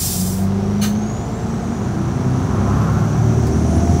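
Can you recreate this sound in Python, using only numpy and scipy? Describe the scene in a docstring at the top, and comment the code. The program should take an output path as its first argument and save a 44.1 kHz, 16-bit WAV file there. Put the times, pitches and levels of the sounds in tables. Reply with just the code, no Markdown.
"""Inside a bus pulling away. The brakes vent their air with a loud hiss; a valve puffs once at 0.8 s.
The engine speeds up throughout, its orders booming in turn as they pass the cabin resonances.
A turbocharger whistles upward over rumble and intake hiss; a gear whines faintly near 1.7 s.
Near 2.8 s high orders howl and the body takes the first of four jolts.
At 3.5 s a loose fitting rattles and a second, lower whistle enters at high boost."""
import sys
import numpy as np
from scipy import signal
from scipy.fft import rfft, irfft, next_fast_len
from scipy.io import wavfile
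from scipy.ndimage import map_coordinates

SR = 44100
rng = np.random.default_rng(int(sys.argv[2]) if len(sys.argv) > 2 else 0)


def persist_wave(psi):
    """Save psi, clipped to +-1, as 16-bit WAV."""
    counts = np.round(np.clip(psi, -1, 1) * 32767).astype(np.int16)
    wavfile.write(sys.argv[1], SR, np.atleast_2d(counts).T)


N = 176400

# crankshaft (time [s], speed [rev/s])
CRANK_SPEED = [(0, 21.5), (.25, 23.07), (.5, 24.42), (1, 26.42), (1.5, 28.2), (1.75, 29.05), (2.25, 31.38),
               (2.5, 32.73), (3.25, 37.4), (3.75, 40.03), (4, 42.4)]
# engine tones between booms (order [x crank speed], level [dB])
BASE_ORDERS = [(2, -36), (3, -37), (4, -36.5), (5, -39.5), (6, -37), (7, -39), (8, -36.5), (10, -46),
               (16, -45.5)]
# cabin resonances (order [x crank speed], resonance [Hz], width [Hz], level [dB])
CABIN_BOOMS = [(2, 68.5, 4.5, -27), (2, 82, 9.5, -18), (3, 101.5, 16, -24), (3, 113.5, 7.5, -17),
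               (4, 96.5, 15, -25.5), (4, 125.5, 9, -23), (4, 138, 6.5, -26.5), (4, 148, 12, -25),
               (14 / 3, 164, 6.8, -22), (14 / 3, 170, 14, -30), (5, 152, 7, -28), (20 / 3, 198, 21, -27),
               (6, 153, 4, -31), (6, 204.5, 24, -25.5), (6, 238.5, 21, -26.5), (5, 208, 24, -29.5),
               (8, 183, 7, -22), (8, 194.5, 11.5, -20.5), (8, 207, 12, -18), (8, 228, 10, -27.5),
               (8, 254, 11, -27.5), (8, 319, 40, -37.5), (10, 380, 27, -29.5), (11, 332.5, 18, -31),
               (11, 370.5, 26, -33), (13, 380, 25, -36), (15, 375.5, 26, -33), (16, 396, 20, -36),
               (16, 439.5, 36, -44.5), (12, 392, 22, -37), (67 / 4, 693, 53, -28.5), (19, 800, 72, -36)]
# howl lines (order [x crank speed], relative level [dB])
HOWL_ORDERS = [(24, -5), (27, -9), (30, -0.5), (32, -3), (35, -2.5), (38, -4), (41, -6), (44, -12)]
# layer envelopes (time [s], level [dB])
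RUMBLE_LEVEL = [(0, -28), (.8, -26), (1.25, -25.5), (1.7, -25), (2.2, -22), (2.8, -19), (3.1, -21),
                (3.5, -19), (4, -17)]
DRONE_LEVEL = [(0, -39.5), (.5, -34), (1.2, -32.5), (2.2, -33), (2.7, -30), (3.1, -31), (3.6, -30),
               (4, -32)]
ROAR_LEVEL = [(0, -43.5), (.5, -40), (1.2, -39), (2, -36), (2.5, -35), (2.85, -32.5), (3.2, -35.5),
              (3.6, -37), (4, -36.5)]
HASH_LEVEL = [(0, -47), (.5, -44.5), (2, -45.5), (2.8, -43.5), (3.2, -44.5), (4, -41.5)]
INTAKE_LEVEL = [(0, -52), (.6, -49.5), (1.5, -47.5), (2.1, -46.5), (2.7, -44), (3.1, -43.5), (3.6, -40.5),
                (4, -38)]
GEAR_LEVEL = [(1.4, -75), (1.65, -51), (1.9, -53), (2.2, -68)]
BRAKE_LEVEL = [(0, -20), (.03, -21), (.15, -23.5), (.25, -28.5), (.33, -30.5), (.44, -41.5), (.48, -52),
               (.53, -80), (.6, -120)]
# noise spectra (frequency [Hz], relative density [dB])
RUMBLE_SPECTRUM = [(20, -36), (30, -24), (42, -14.5), (65, -7.5), (110, -1), (160, -0.5), (240, -5.5),
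                   (310, -12), (380, -9.5), (480, -25.5), (800, -55)]
DRONE_SPECTRUM = [(200, -33), (350, -3), (450, -0.5), (530, -3), (630, -2.5), (715, 2), (830, -4.5),
                  (1000, -12.5), (1500, -31)]
ROAR_SPECTRUM = [(500, -26), (800, -4), (1000, 0), (1350, -2.5), (1650, -7.5), (2000, -15), (2800, -21),
                 (5000, -28)]
HASH_SPECTRUM = [(1200, -8.5), (1750, -1.5), (2200, 0), (2700, -4), (4200, -5), (5200, -6), (7500, -10.5),
                 (9000, -15), (11000, -17.5), (13000, -21), (16000, -25)]
INTAKE_SPECTRUM = [(4500, -32), (5250, -11.5), (5750, 3), (6450, 0), (7000, -6.5), (7600, -9.5),
                   (9000, -16.5), (11000, -21), (13000, -27), (16000, -26)]
FITTING_SPECTRUM = [(2500, -22), (4700, 8), (6000, -2), (9000, 0), (12000, -7), (16000, -7)]
PUFF_SPECTRUM = [(700, -22), (1250, 2), (1650, -2), (2100, -2), (2700, -1), (3500, 5), (4450, 0),
                 (5100, -7), (6100, 4), (6800, -8), (7500, -3), (8600, -8), (11500, -4.5), (14000, -9),
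                 (16000, -5)]
BRAKE_SPECTRUM = [(1000, -28), (2200, -13.5), (3200, -7.5), (4500, -4.5), (5400, 0.5), (7000, 0.5),
                  (8200, 1.5), (10000, -1.5), (12000, -3.5), (14000, -3.5), (16000, -1.5)]
# valve pipe resonances (frequency [Hz], width [Hz], relative level [dB])
PIPE_MODES = [(1230, 43, -10), (3000, 40, -3), (4352, 66, 0), (6245, 63, 2), (6380, 30, 0),
              (9200, 130, -10.5), (13600, 80, -16), (15120, 70, -13)]
# turbocharger whistles (time [s], pitch [Hz], level [dB])
TURBO_TRACK = [(0, 4000, -78), (.5, 5130, -60), (.75, 5750, -49), (1, 6400, -44.5), (1.2, 6880, -45.5),
               (1.45, 7580, -56), (2, 9000, -67), (2.5, 10480, -65), (2.95, 12020, -60), (3.5, 14100, -70),
               (4, 16100, -69)]
BOOST_TRACK = [(3.45, 8900, -80), (3.52, 9000, -58), (3.75, 9620, -51), (3.85, 9830, -61), (4, 10380, -55)]
# fitting ticks and body jolts (time [s], level [dB])
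TICKS = [(3.469, -35.5), (3.482, -42)]
JOLTS = [(2.786, -14), (3.468, -14), (3.548, -16), (3.775, -14)]


def amp(db):
    """Decibels to gain."""
    return 10 ** (np.asarray(db) / 20)


def unit(x):
    """Scale to rms 1."""
    return x / np.sqrt(np.mean(x ** 2) + 1e-20)


def time_s():
    """Time of each sample."""
    return np.arange(N) / SR


def curve(rows, column=1):
    """One column of a time table, per sample."""
    columns = np.transpose(rows)
    return np.interp(time_s(), columns[0], columns[column])


def wobble(rate_hz):
    """Smooth random curve."""
    return map_coordinates(rng.standard_normal(8192), [time_s() * rate_hz], mode="wrap")


def filtered(x, response):
    """Apply a frequency response."""
    size = next_fast_len(N + SR // 2)
    return irfft(rfft(x, size) * response(np.fft.rfftfreq(size, 1 / SR)), size)[:N]


def noise(spectrum):
    """Shaped noise, rms 1, silent above the last point."""
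    points_hz, db = np.transpose(spectrum)
    response = lambda hz: amp(np.interp(np.log(hz + 1), np.log(points_hz), db, right=-np.inf))
    return unit(filtered(rng.standard_normal(N), response))


def fuzzy_tone(phase_rad, width_hz):
    """Narrow noise band around a tone, rms 1."""
    return unit(wobble(width_hz) * np.cos(phase_rad) + wobble(width_hz) * np.sin(phase_rad))


def burst(start_s, rise_s, hold_s, fall_db_per_s):
    """Attack, hold, release envelope."""
    age_s = time_s() - start_s
    attack = np.clip(age_s / rise_s, 0, 1) ** 2
    return attack * amp(-fall_db_per_s * np.maximum(age_s - rise_s - hold_s, 0))


def cabin(x, t60_s, wet):
    """Dense cabin reflections comb the spectrum; output rms 1."""
    age_s = np.arange(SR // 2) / SR
    tail = rng.standard_normal(len(age_s)) * amp(-60 * age_s / t60_s)
    return unit(x + wet * signal.fftconvolve(x, tail / np.linalg.norm(tail))[:N])


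def engine_noise(turns):
    """Rumble and intake hiss; drone, roar and mechanical hash throb with the firings and the shaft."""
    throb = unit(1 + 0.16 * np.cos(2 * np.pi * 4 * turns))  # 4 firings per turn
    lope = 1 + 0.058 * np.cos(2 * np.pi * turns)
    rumble = amp(curve(RUMBLE_LEVEL)) * noise(RUMBLE_SPECTRUM)
    drone = amp(curve(DRONE_LEVEL)) * noise(DRONE_SPECTRUM)
    roar = amp(curve(ROAR_LEVEL)) * noise(ROAR_SPECTRUM)
    fine_hash = amp(curve(HASH_LEVEL)) * noise(HASH_SPECTRUM)
    intake = amp(curve(INTAKE_LEVEL)) * cabin(noise(INTAKE_SPECTRUM), t60_s=0.046, wet=0.48)
    return rumble + (drone + roar + fine_hash) * throb * lope + intake


def gear_whine(turns, order=236):
    """Faint gear tone locked to the crank."""
    return amp(curve(GEAR_LEVEL) + 3 * wobble(40)) * np.sin(2 * np.pi * order * turns)


def turbo_whistle(track, width_hz):
    """Breathy tone, rising as the turbocharger spools up."""
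    phase_rad = 2 * np.pi * np.cumsum(curve(track)) / SR
    return amp(curve(track, column=2) + 1.7 * wobble(16)) * fuzzy_tone(phase_rad, width_hz)


def fitting_rattle(t60_s=0.05):
    """A loose fitting gives two light, bright ticks."""
    t = time_s()
    envelope = sum((t >= at_s) * amp(db - 60 * np.abs(t - at_s) / t60_s) for at_s, db in TICKS)
    return noise(FITTING_SPECTRUM) * envelope


def body_jolts(boom_hz=113, rise_s=0.01):
    """Road bumps set off short, low cabin booms."""
    out = np.zeros(N)
    for at_s, db in JOLTS:
        age_s = np.maximum(time_s() - at_s, 0)
        envelope = age_s / rise_s * np.exp(1 - age_s / rise_s)
        out += amp(db) * envelope * np.sin(2 * np.pi * boom_hz * age_s)
    return out


def engine_howl(turns, peak_s=2.78, half_length_s=0.23):
    """Rough high orders swell and fade once."""
    swell = amp(-34.5) / (1 + ((time_s() - peak_s) / half_length_s) ** 2)
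    lines = sum(amp(db) * fuzzy_tone(2 * np.pi * order * turns, width_hz=45) for order, db in HOWL_ORDERS)
    return swell * lines


def engine_tones(crank_hz, turns, waver_db=0.94, waver_rad=0.15):
    """Orders swell as they sweep through cabin resonances."""
    order_rms = {order: amp(db) for order, db in BASE_ORDERS}
    for order, resonance_hz, width_hz, db in CABIN_BOOMS:
        detuning = (order * crank_hz - resonance_hz) / width_hz
        order_rms[order] = order_rms.get(order, 0) + amp(db) / (1 + detuning ** 2) ** 4
    out = np.zeros(N)
    for order, rms in order_rms.items():
        phase_rad = 2 * np.pi * (order * turns + rng.random())
        peak = np.sqrt(2) * rms * amp(waver_db * wobble(14))
        out += peak * np.sin(phase_rad + waver_rad * wobble(18))
    return out


def pipe_response(hz):
    """Sum of the valve pipe's resonances."""
    return sum(amp(db) * 1j * hz * width_hz / (mode_hz ** 2 - hz ** 2 + 1j * hz * width_hz)
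               for mode_hz, width_hz, db in PIPE_MODES)


def valve_puff():
    """A short blast of air rings its pipe."""
    ring = unit(filtered(rng.standard_normal(N), pipe_response))
    ring *= burst(start_s=0.8135, rise_s=0.003, hold_s=0.015, fall_db_per_s=185)
    jet = cabin(noise(PUFF_SPECTRUM), t60_s=0.044, wet=1.3)
    jet *= burst(start_s=0.803, rise_s=0.027, hold_s=0.017, fall_db_per_s=280)
    return amp(-24.5) * jet + amp(-26) * ring


def brake_air():
    """Air jet, fading as the pressure drops."""
    level_db = curve(BRAKE_LEVEL) + 0.4 * wobble(46)
    return amp(level_db) * cabin(noise(BRAKE_SPECTRUM), t60_s=0.19, wet=1.2)


def scene():
    """Mono mix at a window seat."""
    crank_hz = curve(CRANK_SPEED)
    turns = np.cumsum(crank_hz) / SR
    engine = engine_tones(crank_hz, turns) + engine_noise(turns) + engine_howl(turns) + gear_whine(turns)
    turbo = turbo_whistle(TURBO_TRACK, width_hz=230) + turbo_whistle(BOOST_TRACK, width_hz=110)
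    return (engine + turbo + brake_air() + valve_puff() + fitting_rattle() + body_jolts())[None]


def record(dry):
    """Brick-wall low-pass."""
    return filtered(dry[0], lambda hz: hz < 15750)[None]


dry = scene()
out = record(dry)
persist_wave(out)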